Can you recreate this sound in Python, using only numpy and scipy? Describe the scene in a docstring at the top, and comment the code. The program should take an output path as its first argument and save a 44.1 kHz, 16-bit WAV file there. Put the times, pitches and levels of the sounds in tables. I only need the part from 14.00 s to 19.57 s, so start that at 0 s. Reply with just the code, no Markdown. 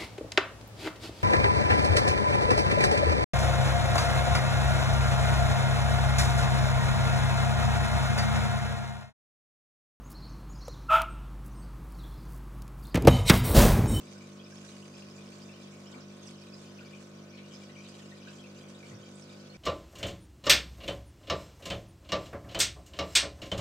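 """A home aquarium, heard from just in front of the glass. Churning water rumbles, a mains-driven pump hums
at 50 Hz, and a second motor slips a little behind it, so the two beat and the hum throbs. Now and then a
large air pocket gives a soft low gulp, and two bubbles burst with a tick. The filter outflow trickles
onto the surface and entrains air: fine spray fizzes on the right, and bubbles ring as damped
oscillators, reverberating under the hood."""
import sys
import numpy as np
from scipy import signal
from scipy.fft import rfft, irfft
from scipy.io import wavfile
from scipy.ndimage import uniform_filter1d

SR = 44100
rng = np.random.default_rng(int(sys.argv[2]) if len(sys.argv) > 2 else 0)


def unload_audio(sound):
    """Save the sound as a 16-bit wav file, at the path given as the first command line argument."""
    columns = np.transpose(np.atleast_2d(sound))
    # keep every value between -1 and 1, then stretch to whole-number steps
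    steps = np.round(np.clip(columns, -1, 1) * 32767)
    wavfile.write(sys.argv[1], SR, steps.astype(np.int16))


N = 245637
TIME = np.arange(N) / SR


def undb(db):
    """Decibels to amplitude ratio."""
    return 10 ** (np.asarray(db) / 20)


def unit(x):
    """Normalisation to rms 1."""
    return x / np.sqrt(np.mean(x ** 2))


def colour(x, points):
    """Spectral shaping by a curve through (frequency_hz, gain_db) points."""
    hz, db = np.transpose(points)
    bins = np.maximum(np.fft.rfftfreq(N, 1 / SR), 1)
    return irfft(rfft(x) * undb(np.interp(np.log(bins), np.log(hz), db)), N)


def walk(rate_hz):
    """Random modulation: smoothed Gaussian steps with rms 1."""
    hold = int(SR / rate_hz)
    steps = np.repeat(rng.standard_normal(N // hold + 1), hold)
    return unit(uniform_filter1d(uniform_filter1d(steps, hold), hold)[:N])


def add(out, start_s, sound):
    """Superposition of a sound at a given time."""
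    i = int(np.clip(start_s * SR, 0, N - 1))
    out[i:i + len(sound)] += sound[:N - i]


# Spectrum of the churning water: frequency_hz, gain_db
CHURN_SPECTRUM = [(25, -11), (55, -10), (85, -4), (110, 3.5), (140, -3), (200, 8), (330, 2.5), (465, 5.5),
                  (520, 3), (620, 0.7), (900, -5), (1100, -1.4), (1170, -7), (1260, -1), (1400, -10.5),
                  (1550, -5.5), (1650, -6), (14000, -29)]
def churn():
    """Flow noise: water driven through the filter rumbles, its bass coherent between the two sides."""
    mid = rng.standard_normal(N)
    side = colour(rng.standard_normal(N), [(60, -3), (150, -22), (400, -.5), (800, -4.5), (1300, 1)])
    water = colour(np.array([mid + side, mid - side]), CHURN_SPECTRUM)
    return unit(water) * undb(-58 + .79 * walk(9.1))


# Resonances of the glass panes: centre_hz, width_hz
PANE_MODES = [(99, 8), (302, 8), (357, 41), (452, 8), (715, 70)]
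def hum(turn_hz, delay_s, harmonics, spread_rad, waver_db):
    """Forced vibration: one stroke per turn gives a harmonic series, shifted in phase by the panes."""
    out = np.zeros((2, N))
    drift = (TIME / TIME[-1]) ** 2  # the listener moves ever faster through the room's standing waves
    for harmonic, *db in harmonics:
        hz = harmonic * turn_hz
        pane_lag = sum(2 * np.arctan2(hz * width, centre ** 2 - hz ** 2) for centre, width in PANE_MODES)
        # the shorter the wave, the more the two sides differ; the shortest lose step with the stroke
        side_lag = spread_rad * min(hz / 1000, 1) * rng.choice([-1, 1]) * np.array([[1], [-1]])
        lag = pane_lag + side_lag + (hz > 720) * rng.uniform(0, 2 * np.pi)
        level_db = db[0] + (db[-1] - db[0]) * drift + waver_db * min(hz / 600, 1) * walk(6.3)
        out += np.sqrt(2) * undb(level_db) * np.cos(2 * np.pi * hz * (TIME - delay_s) - lag)
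    return out


# Partials of the pump at the drifting listener: harmonic_number, first_level_db, last_level_db
PUMP_HARMONICS = [(1, -84.7, -85.9), (2, -61.7, -62.3), (3, -57.5, -57.8), (4, -52.2, -53.7),
                  (5, -61.2, -62.8), (6, -65.2, -64.6), (7, -60.0, -61.3), (8, -69.3, -69.2),
                  (9, -68.5, -76), (10, -70.5, -62.5), (11, -66.5, -65.4), (12, -66, -67),
                  (13, -72.2, -74.1), (14, -73.1, -73.0), (15, -85.7, -84.3), (16, -88.6, -81.9),
                  (17, -81.7, -78.5), (18, -85.6, -87.7), (19, -78.7, -77.7), (20, -77.0, -81.2),
                  (21, -78.0, -81.0), (22, -70, -76.5), (23, -83, -86), (24, -77.5, -77.9),
                  (25, -75.5, -82), (26, -78.0, -75.2), (27, -80.7, -77.7), (28, -79.2, -77.9),
                  (29, -82.1, -76.5), (30, -72.3, -70.5)]
# Partials of the slower motor: harmonic_number, level_db
MOTOR_HARMONICS = [(1, -96.6), (2, -87.1), (3, -73.0), (4, -65.9), (5, -65.7), (6, -75.5), (7, -77.7),
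                   (8, -72.7), (9, -71.7), (10, -86.7), (11, -80.6), (12, -83.6)]
def pumps():
    """Beats: the pump pulls on the glass once per mains cycle, and the motor runs slightly slower."""
    pump = hum(turn_hz=50, delay_s=0, harmonics=PUMP_HARMONICS, spread_rad=.5, waver_db=.25)
    motor = hum(turn_hz=48.848, delay_s=.0067, harmonics=MOTOR_HARMONICS, spread_rad=.8, waver_db=1)
    return pump + motor


def bubble(hz, decay_s, glide, rise):
    """Damped oscillation: a pocket of air rings and shifts in pitch as it nears the surface."""
    age = np.arange(int(6 * decay_s * SR) + 2) / (decay_s * SR)  # age and rise are in decay times
    pitch_hz = np.minimum(hz * 2 ** (glide * np.minimum(age, 2)), SR / 2)
    return np.sin(2 * np.pi * np.cumsum(pitch_hz) / SR) * np.exp(-age) * (1 - np.exp(-age / rise))


# Large air pockets: start_s, pitch_hz, gain_db, decay_s, glide_octaves_per_decay, slosh_db
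AIR_POCKETS = [(1.944, 259, -39.5, 0.03, -0.014, -54.5), (4.899, 157, -36.5, 0.027, -0.24, -84),
               (4.926, 110, -35.5, 0.035, 0.033, -78), (4.925, 315, -48, 0.018, -0.059, -65)]
def gulps():
    """Bubble resonance falls with size: a large pocket breaks loose with a low note and a brief slosh."""
    notes, swell = np.zeros(N), np.zeros(N)
    for start_s, hz, gain_db, decay_s, glide, slosh_db in AIR_POCKETS:
        add(notes, start_s, undb(gain_db) * bubble(hz, decay_s, glide, rise=.99))
        swell += undb(slosh_db) * np.exp(-((TIME - start_s - .02) / .066) ** 2)
    notes = colour(notes, [(50, -20), (100, -2)])  # the tank is too small to radiate the deepest bass
    slosh_spectrum = [(120, -28), (280, 11), (600, 2), (1500, 3.5), (2200, -19), (12000, -60)]
    slosh = colour(rng.standard_normal((2, N)), slosh_spectrum)
    return notes + swell * unit(slosh)


def reflections(t60_s, direct):
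    """Reverberation: echoes between water, glass and lid decay exponentially, different on each side."""
    t = TIME[:SR // 6]
    echoes = rng.standard_normal((2, len(t))) * np.exp(-np.log(1000) * t / t60_s)
    echoes /= np.linalg.norm(echoes, axis=1, keepdims=True)
    echoes[:, 0] += direct
    return echoes / np.hypot(1, direct)


def hood(x, t60_s, direct, paths):
    """Time-varying reverberation: the surface ripples, so the echo paths under the lid keep changing."""
    shares = np.array([walk(14) for _ in range(paths)])
    shares /= np.linalg.norm(shares, axis=0)
    return sum(signal.oaconvolve((share * x)[None], reflections(t60_s, direct), axes=1)[:, :N]
               for share in shares)


# Bubbles bursting at the surface: start_s, level_db
BURSTS = [(3.373, -44.5), (4.276, -45.5)]
# Spectrum of a tearing film: frequency_hz, gain_db
BURST_SPECTRUM = [(600, -28), (1400, -8), (2000, -4), (2600, 5), (4200, 1), (5200, -6), (9000, -43),
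                  (14000, -70)]
def pops(decay_s=.0066):
    """Impulsive excitation: the film of a bubble tears, and the short crack echoes under the lid."""
    crack = unit(colour(rng.standard_normal(N), BURST_SPECTRUM))
    envelope = np.zeros(N)
    for start_s, level_db in BURSTS:
        add(envelope, start_s, undb(level_db) * np.exp(-TIME[:SR // 10] / decay_s))
    return signal.oaconvolve((crack * envelope)[None], reflections(t60_s=.19, direct=.17), axes=1)[:, :N]


def swarm(count, low_hz, high_hz, cycles, spread_db):
    """Incoherent sum: many small bubbles ring at random moments, a few much louder than the rest."""
    out = np.zeros(N)
    for when, size, rank, length in rng.random((count, 4)):
        hz = low_hz * (high_hz / low_hz) ** size
        gain = undb(-spread_db * np.log(np.maximum(rank, .02)))
        decay_s = cycles * (.5 + length) / hz
        add(out, when * N / SR, gain * bubble(hz, decay_s, glide=.04, rise=.15))
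    return out


# Spectrum of the spray and its drops: frequency_hz, gain_db
SPRAY_SPECTRUM = [(3500, 0.5), (5200, -4), (6500, 0.5), (7500, 0), (9000, -5), (10500, -10.5), (12000, -19),
                  (15000, -60)]
# Strength of the spray: time_s, relative_level_db
SPRAY_ENVELOPE = [(0.0, -70.5), (0.34, -70.5), (0.43, -75), (0.55, -67.5), (1.55, -72), (1.92, -69.5),
                  (2.05, -76), (2.27, -67), (2.45, -74), (2.55, -70.5), (2.79, -76.5), (3.02, -71.5),
                  (3.13, -77), (3.45, -77), (3.54, -71), (3.78, -75), (3.88, -69), (4.22, -75.5),
                  (4.33, -68), (4.42, -71.5), (5.03, -73.5), (5.18, -69.5), (5.57, -78)]
def spray(drops_per_s=50, scatter_db=10):
    """Resonance and impact: the tiniest bubbles fizz and falling drops tick. Returns fizz and drops."""
    sputter_db = 1.54 * walk(20)
    level_db = np.interp(TIME, *np.transpose(SPRAY_ENVELOPE)) + 9.5 + sputter_db
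    bubbles = swarm(count=6000, low_hz=4500, high_hz=13000, cycles=2.5, spread_db=3)
    fizz = unit(colour(bubbles, SPRAY_SPECTRUM)) * undb(level_db)
    count = int(drops_per_s * N / SR)
    late, loud = rng.random((count, 2)).T
    landings = ((np.arange(count) + late) * (N - 1) / count).astype(int)
    ticks = np.zeros(N)
    ticks[landings] = undb(scatter_db * loud)
    drops = unit(colour(ticks, SPRAY_SPECTRUM)) * undb(level_db - 3.5)
    return fizz, drops


# Spectrum of the trickle: frequency_hz, gain_db
TRICKLE_SPECTRUM = [(1400, -22), (2160, -28), (2290, -4), (2700, -6), (3300, -2), (4200, -3.5), (5200, 2.5),
                    (6500, -1), (8000, -22), (14000, -52)]
# Strength of the trickle: time_s, level_db
TRICKLE_ENVELOPE = [(0.0, -62.3), (0.6, -61), (1.2, -62), (1.5, -59.9), (1.8, -60.8), (2.3, -60.2),
                    (2.8, -60.6), (3.2, -61.2), (3.9, -60.8), (4.7, -61.9), (5.57, -61.2)]
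def trickle():
    """Air entrainment: the sputtering jet drags under a stream of small ringing bubbles."""
    sputter_db = 1.34 * walk(20)
    level_db = np.interp(TIME, *np.transpose(TRICKLE_ENVELOPE)) + sputter_db
    bubbles = swarm(count=4200, low_hz=1900, high_hz=8000, cycles=5, spread_db=2.2)
    return unit(colour(bubbles, TRICKLE_SPECTRUM)) * undb(level_db)


# Screening of the left side from the outflow: frequency_hz, gain_db
LEFT_SHADOW = [(1500, -7), (2300, 4.5), (3200, 1.5), (4200, -1), (4800, 0.5), (5300, -5), (6200, -9.5),
               (7500, -21), (9000, -16), (12000, -4)]
def outflow():
    """Acoustic shadow: trickle and spray echo under the hood, and lose their high treble on the left."""
    fizz, drops = spray()
    impacts = hood(drops, t60_s=.05, direct=.14, paths=4)
    bubbling = hood(trickle() + fizz, t60_s=.083, direct=.32, paths=8)
    left, right = impacts + bubbling
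    return np.array([colour(left, LEFT_SHADOW), right])


def plink(hz, lead_s, fragment_db=-4, side_phase_rad=1.3):
    """Free oscillation: a bubble and two fragments split from it swell, slide up in pitch and decay."""
    t = TIME[:SR // 12] - lead_s
    decay_s = .0038 * (2500 / hz) ** .5  # high notes are briefer
    ring = np.zeros((2, len(t)))
    for fragment in (0, 1, -1):  # the parent, a sharper fragment, a flatter one
        late, detune, glide = rng.random(3)
        age = t / decay_s - abs(fragment) * late * 1.8
        envelope = 1 / (np.exp(-age / .6) + np.exp(age))
        envelope /= envelope.max()
        octaves = fragment * (.5 + detune) * .07 + .06 * glide * np.clip(age, -2, 2)
        phase = 2 * np.pi * np.cumsum(hz * 2 ** octaves) / SR
        side_lag = np.array([[1], [-1]]) * rng.choice([-.5, .5]) * side_phase_rad
        ring += undb(abs(fragment) * fragment_db) * envelope * np.sin(phase + side_lag)
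    return ring * np.linalg.norm(envelope) / np.linalg.norm(ring)


# Bubbles that stand out: peak_s, pitch_hz, relative_level_db, relative_echo_db, left_minus_right_db
RINGING_BUBBLES = [(0.161, 1510, -56.5, -5, -3), (0.21, 2330, -54, 0, 0), (0.398, 3220, -50.5, -5, -4),
                   (0.446, 5180, -51.5, -4, -3), (0.522, 5100, -52.5, -4, -6), (0.525, 1570, -53.5, -8, -5),
                   (0.571, 5330, -50, -13, -7), (0.582, 3220, -58, -10, -6), (0.646, 1560, -52.5, -8, -6),
                   (0.682, 3880, -54.5, 2, -3), (0.782, 7260, -54, -12, -19), (0.826, 2890, -52.5, -2, -1),
                   (0.944, 2510, -52.5, -5, 1), (0.952, 5150, -51.5, -11, -3), (1.005, 4900, -54, -6, -3),
                   (1.024, 2660, -50.5, -9, 6), (1.111, 5090, -51.5, -10, -3), (1.159, 7150, -55, -3, -14),
                   (1.184, 2440, -51.5, -2, 6), (1.321, 2490, -57, -5, 4), (1.338, 4470, -54.5, -13, -2),
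                   (1.39, 4190, -60, -4, -1), (1.422, 4870, -52, 0, -5), (1.494, 2500, -52.5, -2, -1),
                   (1.722, 2290, -57, 0, -1), (1.865, 2990, -56, 1, 1), (1.872, 5400, -53, -1, -10),
                   (1.916, 7500, -55, -4, -20), (1.927, 3120, -53.5, -4, 0), (1.944, 2280, -49.5, -3, 3),
                   (2.007, 5260, -52, -3, -7), (2.224, 6400, -57, 4, -13), (2.266, 7910, -54, -3, -19),
                   (2.276, 5250, -48, -5, -4), (2.293, 3440, -55.0, -7, -1), (2.527, 2470, -55, -8, 5),
                   (2.539, 5020, -46.5, -4, -4), (2.788, 2570, -48.5, -7, 3), (2.811, 1476, -51, -7, 0),
                   (2.936, 2420, -47, -3.5, 4), (2.969, 2970, -60, -3, 0), (3.304, 5780, -53.5, -8, -10),
                   (3.337, 2365, -55, 3, 2), (3.389, 2300, -51.5, 0, 3), (3.443, 2860, -58, -5, -2),
                   (3.552, 4980, -48.5, -2, -8), (3.695, 1970, -57, 0, 0), (3.695, 2850, -57, -4, 2),
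                   (3.754, 2850, -54, -6, 4), (3.766, 2300, -50.5, 3.5, 3), (3.853, 3760, -56, 3, -1),
                   (3.991, 3390, -55.5, -4, -3), (4.0, 1870, -56.5, -2, 4), (4.021, 2840, -56.5, 0, 2),
                   (4.035, 6220, -56.5, -5, -17), (4.054, 2860, -54, -9, 2), (4.119, 1880, -53.5, 0.5, 8),
                   (4.223, 2530, -55, -5, 9), (4.273, 1524, -48, -3, -1), (4.285, 2560, -52.5, -4, 3),
                   (4.332, 7150, -56, -1, -20), (4.333, 3180, -55, -9, 3), (4.395, 3210, -52, 0, 2),
                   (4.441, 2580, -51.5, 0, -3), (4.469, 2310, -57.0, 0, 5), (4.562, 2770, -55.5, -1, 2),
                   (4.611, 3190, -53.5, -6, 4), (4.638, 2300, -55.5, 0, 7), (4.75, 3690, -52.5, -2, 2),
                   (4.831, 2300, -50, 0, 1), (4.898, 6270, -52.5, -10, -12), (4.913, 1986, -58.0, 3, 9),
                   (4.953, 5680, -52.5, -4, -13), (5.032, 3100, -53, -6, 0), (5.155, 7760, -52.5, -6, -20),
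                   (5.223, 5280, -50.5, -4, -9), (5.296, 3700, -54, -4, 3), (5.5, 4350, -51, -2, -6),
                   (5.547, 2330, -50.5, -4, 0)]
def plinks(hood_hz=2320, hood_width_hz=150, lead_s=.025, echo_delay_s=.004):
    """Cavity resonance: bubbles ring across the tank; those in tune with the hood's air echo longer."""
    out = np.zeros((2, N))
    for peak_s, hz, level_db, echo_db, pan_db in RINGING_BUBBLES:
        ring = plink(hz, lead_s)
        linger = 1 + .45 * np.exp(-((hz - hood_hz) / hood_width_hz) ** 2)
        echo = signal.fftconvolve(ring, reflections(t60_s=.17 * linger, direct=0), axes=1)
        echo *= undb(echo_db + 1.2) * np.linalg.norm(ring) / np.linalg.norm(echo)
        pan = unit(undb(np.array([[1], [-1]]) * pan_db / 2))
        gains = undb(level_db + 1.1) * pan
        for side, direct, reflected in zip(out, gains * ring, gains * echo):
            add(side, peak_s - lead_s, direct)
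            add(side, peak_s - lead_s + echo_delay_s, reflected)
    return out


def scene():
    """Superposition: hum, churning water, outflow, ringing bubbles, pops and gulps add linearly."""
    return pumps() + churn() + outflow() + plinks() + pops() + gulps()


def record(dry, hiss_db=-88, cutoff_hz=15700):
    """Noise floor and bandwidth: the microphones add a faint hiss, and a steep low-pass cuts the top."""
    hiss = undb(hiss_db) * rng.standard_normal((2, N))
    return signal.sosfilt(signal.ellip(10, .1, 70, cutoff_hz, fs=SR, output="sos"), dry + hiss)


dry = scene()
out = record(dry)
unload_audio(out)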